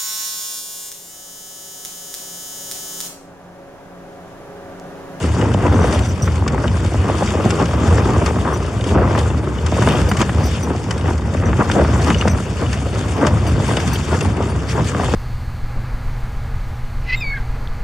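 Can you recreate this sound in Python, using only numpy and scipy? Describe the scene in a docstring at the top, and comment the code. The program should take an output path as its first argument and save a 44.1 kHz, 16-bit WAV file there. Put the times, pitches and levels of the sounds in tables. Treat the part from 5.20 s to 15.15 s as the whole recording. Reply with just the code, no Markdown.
"""Inside a small tent in a gale: the walls boom, flap and rustle, and small things snap on top.
Boom, flapping roar and rustle are banded stereo noise that swells with heaves, flaps and sweeps; snaps crackle in the rustle.
Taut cloth cracks (ringing knock plus torn noise), slack panels thump (short pitched puffs over a low push of air),
and zip pulls jingle (decaying sine modes). A small stereo microphone cuts the deep bass and has dips near 4 and 11 kHz."""
import sys
import numpy as np
from scipy import signal
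from scipy.io import wavfile

SR = 44100
rng = np.random.default_rng(int(sys.argv[2]) if len(sys.argv) > 2 else 0)


def output_pcm(signal):
    """Save a mono or channel-first signal as 16-bit PCM at the path in sys.argv[1].

    Samples are clipped to [-1, 1] before scaling.
    """
    pcm = np.clip(np.atleast_2d(signal).T, -1, 1) * 32767
    wavfile.write(sys.argv[1], SR, np.round(pcm).astype(np.int16))


N = 438794   # length in samples

# Strength of the gale between the single swells. Each row: time in seconds, flapping in dB, rustle in dB.
GALE_STRENGTH = [(0.0, -24.5, -32.5), (0.61, -24.5, -38), (0.83, -32, -42), (1.13, -25.5, -49),
                 (2.77, -29.5, -32), (3.55, -26.5, -37), (4.1, -25, -40.5), (4.41, -25.5, -38),
                 (4.8, -19, -36), (5.06, -26, -36.5), (5.99, -27.5, -40.5), (6.76, -20, -31),
                 (7.32, -28, -34.5), (8.34, -23, -34.5), (8.62, -23, -30), (9.36, -38, -38),
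                 (9.95, -20.5, -30.5)]
BOOM_DB, BOOM_FOLLOWS = -18.5, 0.72   # boom at the mean flapping level, share of the flapping's dB swing

# A wall shoves the air inside. Each row: peak time in seconds, boom level in dB, length in seconds.
WALL_HEAVES = [(0.616, -14.5, 0.53), (0.899, -21, 0.027), (1.039, -14, 0.081), (1.326, -13, 0.058),
               (1.504, -12.5, 0.066), (1.794, -12.5, 0.091), (2.261, -5, 0.024), (2.703, -15, 0.43),
               (2.935, -13.5, 0.24), (3.2, -12, 0.064), (3.895, -14.5, 0.4), (4.155, -19, 0.075),
               (4.721, -17, 0.25), (5.01, -10, 0.059), (5.216, -17, 0.16), (6.309, -11, 0.11),
               (7.136, -15, 0.1), (7.492, -12, 0.033), (8.14, -10, 0.079), (8.347, -15, 0.25),
               (8.688, -10.5, 0.056), (9.057, -10.5, 0.12), (9.359, -18, 0.61), (9.622, -14, 0.12)]
# A wall billows and whips back. Each row: peak time in seconds, flapping level in dB, length in seconds.
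WALL_FLAPS = [(0.232, -18.5, 0.14), (0.466, -16, 0.039), (0.621, -17, 0.48), (1.357, -21.5, 0.25),
              (1.914, -20, 0.22), (2.027, -21.5, 0.072), (2.252, -20, 0.42), (2.42, -12.5, 0.05),
              (2.844, -17.5, 0.75), (3.295, -16.5, 0.13), (3.839, -16, 0.31), (4.73, -20.5, 0.32),
              (5.017, -12.5, 0.025), (5.19, -21.5, 0.093), (5.511, -21.5, 0.08), (5.887, -22, 0.1),
              (6.269, -18, 0.11), (6.407, -10.5, 0.031), (6.59, -11, 0.08), (6.9, -12, 0.058),
              (7.421, -19, 0.087), (8.035, -13.5, 0.15), (8.52, -18.5, 0.065), (8.934, -16, 0.088),
              (9.212, -22.5, 0.57), (9.586, -19, 0.092), (9.806, -20, 0.13)]
# Cloth drags over cloth, or snow sweeps the walls. Each row: peak time in seconds, rustle level in dB,
# length in seconds.
CLOTH_SWEEPS = [(0.732, -31, 0.47), (1.095, -35.5, 0.3), (1.766, -35, 1), (2.033, -31, 0.2),
                (2.321, -34, 0.55), (2.698, -32, 0.19), (3.059, -30, 0.053), (3.703, -33, 0.11),
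                (3.994, -31.5, 0.22), (4.683, -27.5, 0.35), (5.008, -24, 0.039), (5.246, -32, 0.41),
                (5.75, -47.5, 0.82), (5.909, -37.5, 0.1), (6.526, -29.5, 0.09), (6.9, -30, 0.13),
                (7.53, -33, 0.061), (8.074, -34, 0.063), (8.565, -34, 0.4), (8.956, -29, 0.065),
                (9.516, -30, 0.084), (9.676, -30, 0.079)]
RISE_SHARE, EDGE_DB = 0.52, 8.5   # share of a swell's length before its peak; drop at both ends of the length

# Colour of the boom. Each row: frequency in Hz, density in dB per Hz.
BOOM_SPECTRUM = [(22, -3), (40, -29), (50, -42), (62, 2.5), (90, 4), (140, -6), (200, -9.5), (300, -19.5)]
# Colour of the flapping. Each row: frequency in Hz, density in dB per Hz.
FLAP_SPECTRUM = [(120, -5), (200, -2), (400, -2), (700, -9), (1150, -11), (1800, -21.5), (2600, -32.5)]
# Colour of the rustle. Each row: frequency in Hz, density in dB per Hz.
RUSTLE_SPECTRUM = [(1200, 2.5), (1900, -1.5), (2900, -0.5), (4700, -6.5), (6500, -5.5), (9300, -12),
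                   (11000, -35), (14200, -24), (15400, -26)]
TICKS_PER_S, TICK_DB = 200, -2   # crackle of the cloth: average rate, gain where it joins the rustle

# Stereo width of the cloth noise. Each row: frequency in Hz, left-right likeness from 0 to 1.
STEREO_LIKENESS = [(90, .99), (160, .95), (300, .975), (600, .9), (1400, .74), (2800, .56), (5600, .64),
                   (9000, .38), (12000, 0)]
# Stereo balance. Each row: frequency in Hz, left level over right in dB.
STEREO_LEAN = [(60, .5), (200, .2), (400, .6), (800, 2), (1500, 3.4), (2500, 3.4), (4500, 1.8), (8000, 3),
               (13000, 9)]
LEFT_LATE, LATE_BELOW_HZ = 2, 3500   # samples by which the left hears late; pitch limit for the cloth noise

# Cloth cracking taut. Each row: start in seconds, knock strength in dB, tear strength in dB.
CLOTH_CRACKS = [(0.2127, -17, -25), (0.3387, -18, -22.5), (0.465, -18, -29), (0.5605, -28, -36),
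                (0.725, -21, -18), (1.278, -23, -15.5), (1.478, -13, -30), (1.646, -24, -26),
                (2.305, -13, -14.5), (2.455, -16.5, -22), (3.061, -19, -14), (3.452, -26, -40),
                (3.609, -16, -29), (3.6398, -18, -24), (3.69, -16, -30), (3.988, -26, -18.5),
                (4.102, -23, -42), (4.385, -22, -43), (4.4628, -18, -18), (4.6227, -20, -21),
                (4.647, -20, -35), (4.6654, -24, -22), (4.687, -13, -33), (4.707, -12.5, -37),
                (4.726, -18, -38), (4.752, -12, -35), (4.771, -20, -38), (4.888, -25, -26),
                (4.9147, -15, -22), (4.969, -17, -17), (5.0146, -10, -12), (5.05, -27, -38),
                (5.0945, -26, -39), (5.6397, -44, -28), (5.7084, -12, -15.5), (5.778, -40, -24),
                (5.81, -21, -31), (5.979, -37, -26), (6.138, -28, -26), (6.168, -24, -32), (6.514, -9, -16),
                (6.9, -11, -20), (6.944, -7.5, -33.5), (7.0107, -7, -21), (7.079, -15, -15.5),
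                (7.4626, -17, -39), (7.529, -15.5, -17.5), (8.067, -11, -12.5), (8.266, -21, -24),
                (8.5682, -7.5, -16), (8.731, -34, -23), (8.757, -11.5, -73), (9.008, -11.5, -16.5),
                (9.225, -32, -27)]
# What a knock rings with. Each row: frequency in Hz, level in dB, time to fall 60 dB in seconds.
KNOCK_MODES = [(2850, 0, .025), (3600, -7, .02), (2350, -12, .015)]
# Slack panels thumping. Each row: start in seconds, slap strength in dB, pitch in Hz.
PANEL_THUMPS = [(0.346, -5, 455), (0.452, -6, 370), (0.558, -12, 610), (1.077, -11, 960), (1.455, -11, 503),
                (1.744, -10, 550), (2.022, -3.5, 380), (2.258, -6.5, 466), (2.304, -16, 810),
                (2.4, -5, 536), (2.417, -3.5, 543), (2.726, -6, 634), (3.018, -7, 420), (3.166, -9.5, 443),
                (3.278, -11, 770), (3.762, -5, 550), (3.79, -7, 328), (3.829, -9, 740), (3.951, -6.5, 840),
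                (4.523, -7.5, 440), (4.622, -7.5, 980), (4.674, 0.5, 700), (4.708, -14, 350),
                (4.75, -8, 420), (4.915, -5, 1000), (5.027, -10, 900), (5.094, -8, 1070), (5.499, -21, 430),
                (5.551, -13.5, 516), (5.892, -12, 920), (6.331, -8, 960), (6.4, -10, 410),
                (6.499, -5.5, 1010), (6.563, -2, 403), (6.648, -9.5, 894), (6.904, -2, 1110),
                (7.023, -8, 900), (7.055, -1.5, 403), (7.076, -4, 880), (8.03, -1.5, 443),
                (8.401, -10, 586), (8.572, -6, 418), (8.929, -7, 530), (9.205, -6.5, 386),
                (9.748, -8.5, 890), (9.798, -8, 610), (9.835, -8, 680), (9.938, -4, 690)]
# Zip pulls knocking together. Each row: start in seconds, then the strengths in dB of the first tag's low modes,
# of its top modes, and of the second tag.
ZIP_JINGLES = [(0.548, -25, -63, -47), (0.608, -22, -71, -48), (0.6424, -26, -63, -34),
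               (0.691, -28, -62, -35), (0.734, -21, -55, -27), (0.818, -27, -62, -49),
               (0.848, -27, -60, -48), (0.8864, -25, -35, -31), (1.021, -16, -34, -28),
               (1.056, -31, -35, -53), (3.335, -19.5, -35, -42), (3.3687, -45, -70, -27),
               (4.8884, -24, -26, -21), (5.237, -22, -42, -25), (5.255, -23, -26, -47),
               (5.4294, -21, -34, -31), (6.2537, -24, -64, -33), (6.93, -29, -54, -40),
               (6.9814, -23, -55, -41), (7.094, -15, -53, -48), (7.11, -21, -28, -47),
               (8.2716, -21, -31, -23), (8.7316, -19, -21, -21), (9.0244, -32, -50, -22),
               (9.2964, -38, -70, -27)]
# Ringing modes of the zip pulls. Each row: frequency in Hz, level in dB, time to fall 60 dB in seconds,
# and which strength drives it (0 low modes, 1 top modes, 2 second tag).
ZIP_MODES = [(5880, -4, .06, 0), (6140, -9, .05, 0), (8350, -15, .04, 0), (14050, -4, .045, 1),
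             (14260, -6, .05, 1), (4700, -9, .07, 2), (9150, -6, .055, 2), (11450, -19, .05, 2)]
RATTLE_S, RATTLE_LOSS_DB = .022, 8   # longest-gap scale, before a random share; mean loss at each bounce

# Dips in the microphone's response. Each row: frequency in Hz, width in Hz, depth from 0 to 1.
MIC_DIPS = [(4003, 490, 1), (10740, 1700, 0.55)]
BASS_CUT_HZ, TREBLE_ROLL_HZ, CUTOFF_HZ = 45, 14100, 15500


def from_db(db):
    """Decibels to gain."""
    return 10 ** (np.asarray(db) / 20)


def rms_one(x):
    """Scale to rms 1."""
    return x / np.sqrt(np.mean(x ** 2) + 1e-20)


def in_time(rows):
    """Columns of a curve, one value per sample."""
    s, *columns = np.transpose(rows)
    return [np.interp(np.arange(N) / SR, s, c) for c in columns]


def at_hz(points, hz):
    """Read a curve on a log-frequency axis."""
    point_hz, value = np.array(points).T
    return np.interp(np.log(hz), np.log(point_hz), value)


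def drift(rate_hz):
    """Slow chance: noise at every 40th sample through a double one-pole low-pass; rms 1."""
    r = np.exp(-80 * np.pi * rate_hz / SR)
    noise = rng.standard_normal(N // 40 + 2002)
    slow = signal.lfilter([1], [1, -2 * r, r * r], noise)[2000:]   # skip the filter's start-up
    return np.interp(np.arange(N) / 40, np.arange(len(slow)), rms_one(slow))


def band(x, low_hz, high_hz):
    """Butterworth band-pass."""
    edges_hz = [low_hz, min(high_hz, .45 * SR)]
    return signal.sosfilt(signal.butter(2, edges_hz, "band", fs=SR, output="sos"), x)


def sides(lean_db):
    """Left and right gains for a left-right difference."""
    return from_db(np.array([[.5], [-.5]]) * lean_db)


def swells(rows):
    """Power of bell-shaped swells, each falling off on both sides of its peak."""
    t, power = np.arange(N) / SR, np.zeros(N)
    for s, db, length_s in rows:
        first, last = round((s - 3 * length_s) * SR), round((s + 3 * length_s) * SR)
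        near = slice(max(0, first), last)
        reach = length_s * np.where(t[near] < s, RISE_SHARE, 1 - RISE_SHARE)
        power[near] += from_db(db - EDGE_DB * ((t[near] - s) / reach) ** 2) ** 2
    return power


def swelling_gain(steady_db, rows):
    """Add the power of the swells to that of the steady level."""
    return np.sqrt(from_db(2 * steady_db) + swells(rows))


def crumpling(per_s, spread_db, t60, share):
    """Envelope of random folds in the cloth: sudden small bursts of uneven size over a steady part."""
    struck = rng.random(N) < per_s / SR
    sizes = from_db(spread_db * np.minimum(rng.exponential(1, N), 4)) * struck
    bursts = signal.lfilter([1], [1, -from_db(-60 / (t60 * SR))], sizes + 1e-18)
    share = np.clip(share, 0, 1)
    return rms_one(1 - share + share * rms_one(bursts))


def cloth_noise(spectrum, shared_db, own_db, own_rate, envelope=1):
    """Third-octave bands of stereo noise, each with its level, flicker, likeness and lean; rms 1."""
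    low_end, high_end = spectrum[0][0], spectrum[-1][0]
    count = int(3 * np.log2(high_end / low_end)) + 1
    edges = np.geomspace(low_end, high_end, count)
    white = rng.standard_normal((2, 2, N)) * envelope   # neighbouring bands get unrelated noise
    out, together = 0, drift(13.0)
    for k, (low, high) in enumerate(zip(edges, edges[1:])):
        mid, side = band(white[k % 2], low, high)
        hz = np.sqrt(low * high)
        alike = np.clip(at_hz(STEREO_LIKENESS, hz), 0, .99)
        flicker_db = shared_db * together + own_db * drift(own_rate)
        gain = from_db(at_hz(spectrum, hz) + flicker_db)
        pair = np.sqrt(1 + alike) * mid + np.sqrt(1 - alike) * side * [[1], [-1]]
        pair[0] = np.roll(pair[0], LEFT_LATE * (hz < LATE_BELOW_HZ))
        out = out + gain * sides(at_hz(STEREO_LEAN, hz)) * pair
    return rms_one(out)


def boom(flap_db):
    """Walls pump like drum skins: low noise that follows the gale and swells with each heave."""
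    steady_db = BOOM_DB + BOOM_FOLLOWS * (flap_db - flap_db.mean())
    noise = cloth_noise(BOOM_SPECTRUM, shared_db=0.6, own_db=0.9, own_rate=4.2)
    return swelling_gain(steady_db, WALL_HEAVES) * noise


def flapping(flap_db):
    """Walls flap and crumple: a mid-range roar roughened by dense folds, swelling with each flap."""
    folds = crumpling(350.0, 5, 0.008, 0.45)
    noise = cloth_noise(FLAP_SPECTRUM, shared_db=0.6, own_db=1.8, own_rate=12.0, envelope=folds)
    return swelling_gain(flap_db, WALL_FLAPS) * noise


def crackle(per_s):
    """Random small snaps of uneven size, each ringing a few cycles at one of ten pitches."""
    struck = rng.random(N) < per_s / SR
    touches = from_db(4.5 * np.minimum(rng.exponential(1, N), 3)) * struck
    out, dealt = 0, rng.integers(0, 10, N)
    for k, hz in enumerate(np.geomspace(1300, 5200, 10)):
        r, w = from_db(-60 * hz / (8 * SR)), 2 * np.pi * hz / SR   # falls 60 dB in 8 cycles
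        snaps = touches * (dealt == k) + 1e-18
        ring = signal.lfilter([np.sin(w)], [1, -2 * r * np.cos(w), r * r], snaps)
        out = out + sides(at_hz(STEREO_LEAN, hz) + rng.normal(0, 2)) * ring
    return out


def rustle(rustle_db):
    """Rubbing cloth and blasted snow: bright noise with sparser folds and crackle, swelling with each sweep."""
    folds = crumpling(90.0, 3.5, 0.014, 0.2)
    noise = cloth_noise(RUSTLE_SPECTRUM, shared_db=1.0, own_db=2.1, own_rate=20.0, envelope=folds)
    texture = noise + from_db(TICK_DB) * crackle(TICKS_PER_S)
    return swelling_gain(rustle_db, CLOTH_SWEEPS) * texture


def puff(low_hz, high_hz, rise_s, t60, apart, click):
    """One short stereo burst, mono peak 1: a sudden click, then band noise that dies away; steep skirts."""
    t = np.arange(int(.12 * SR)) / SR
    envelope = (1 - np.exp(-t / rise_s)) * from_db(-60 * t / t60)
    mid, side = rng.standard_normal((2, len(t))) * envelope
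    mid[0] = click * np.sqrt(SR / (high_hz - low_hz))   # sized against the noise that the band lets through
    pair = band(mid + apart * side * [[1], [-1]], low_hz, high_hz)
    pair = band(pair, low_hz / 2, high_hz * 1.3)
    return pair / np.abs(pair.mean(axis=0)).max()


def add(out, s, burst):
    """Mix a burst in at time s."""
    at = round(s * SR)
    out[:, at:at + burst.shape[1]] += burst[:, :N - at]


def knock():
    """A brief ring of the knock modes, shifted in pitch and strength every time; peak 1, left late."""
    t, shift = np.arange(int(.12 * SR)) / SR, 1 + rng.normal(0, .05)
    ring = 0
    for hz, db, t60 in KNOCK_MODES:
        decay = from_db(db + rng.normal(0, 3) - 60 * t / t60)
        ring = ring + decay * np.sin(2 * np.pi * (hz * shift * t + rng.random()))
    ring = ring * (1 - np.exp(-t / .0012))   # soft attack
    return np.array([np.roll(ring, LEFT_LATE), ring]) / np.abs(ring).max()


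def cracks():
    """A ringing knock near 3 kHz, and a tearing burst with a duller body, each with its own strength."""
    out = np.zeros((2, N))
    for s, knock_db, tear_db in CLOTH_CRACKS:
        snap = .7 * puff(1800, 3800, .0015, .03, apart=.55, click=.8)
        ring = from_db(knock_db - 6) * (knock() + snap)
        tear = from_db(tear_db) * puff(3500, 7600, 0.002, 0.025, apart=0.46, click=.6)
        body = from_db(tear_db + 2.0) * puff(570, 2370, 0.0039, 0.059, apart=.45, click=1)
        add(out, s, sides(2.8) * (ring + body + tear))
    return out


def thumps():
    """A slap of a few cycles around the panel's pitch, with a low push of air under it."""
    out = np.zeros((2, N))
    for s, db, hz in PANEL_THUMPS:
        slap = puff(hz / 1.9, hz * 1.9, .001, .032, apart=.35, click=1.5)
        push = from_db(-7) * puff(140.0, 226, 0.0017, 0.24, apart=0.057, click=1.35)
        add(out, s, sides(0.92) * from_db(db) * (slap + push))
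    return out


def jingles():
    """Each knock and its two bounces ring small metal tags, a little off in pitch and strength every time."""
    out, t = np.zeros((2, N)), np.arange(int(.15 * SR)) / SR
    swell = 1 - np.exp(-t / 0.004)   # soft attack
    for s, *strength_db in ZIP_JINGLES:
        touches = np.cumsum([0, *rng.uniform(0.38, 0.85, 2)]) * RATTLE_S
        for hz, mode_db, t60, column in ZIP_MODES:
            pitch = hz * (1 + rng.normal(0, 0.008))
            # close mode pairs beat
            waver = 1 + .6 * np.sin(2 * np.pi * (rng.uniform(60, 250) * t + rng.random()))
            decay = from_db(strength_db[column] + mode_db - 60 * t / t60)
            tone = decay * swell * np.sin(2 * np.pi * pitch * t) * waver
            for k, late_s in enumerate(touches):
                touch_gain = from_db(rng.normal(0, 3) - RATTLE_LOSS_DB * k)
                add(out, s + late_s, sides(at_hz(STEREO_LEAN, hz)) * touch_gain * tone)
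    return out


def scene():
    """Boom, flapping and rustle follow the gale; cracks, thumps and jingles sit on top."""
    flap_db, rustle_db = in_time(GALE_STRENGTH)
    walls = boom(flap_db) + flapping(flap_db) + rustle(rustle_db)
    return walls + cracks() + thumps() + jingles()


def record(dry):
    """Bass cut, two dips of the housing, a treble roll-off, rounded peaks and a steep top cut."""
    x = signal.sosfilt(signal.cheby2(4, 22, BASS_CUT_HZ, "high", fs=SR, output="sos"), dry)
    for hz, width_hz, depth in MIC_DIPS:
        x = x - min(depth, 1) * signal.lfilter(*signal.iirpeak(hz, hz / width_hz, fs=SR), x)
    x = signal.sosfilt(signal.butter(10, TREBLE_ROLL_HZ, fs=SR, output="sos"), x)
    x = 1.05 * np.tanh(x / 1.05)
    return signal.sosfilt(signal.cheby2(20, 60, CUTOFF_HZ, fs=SR, output="sos"), x)


dry = scene()
out = record(dry)
output_pcm(out)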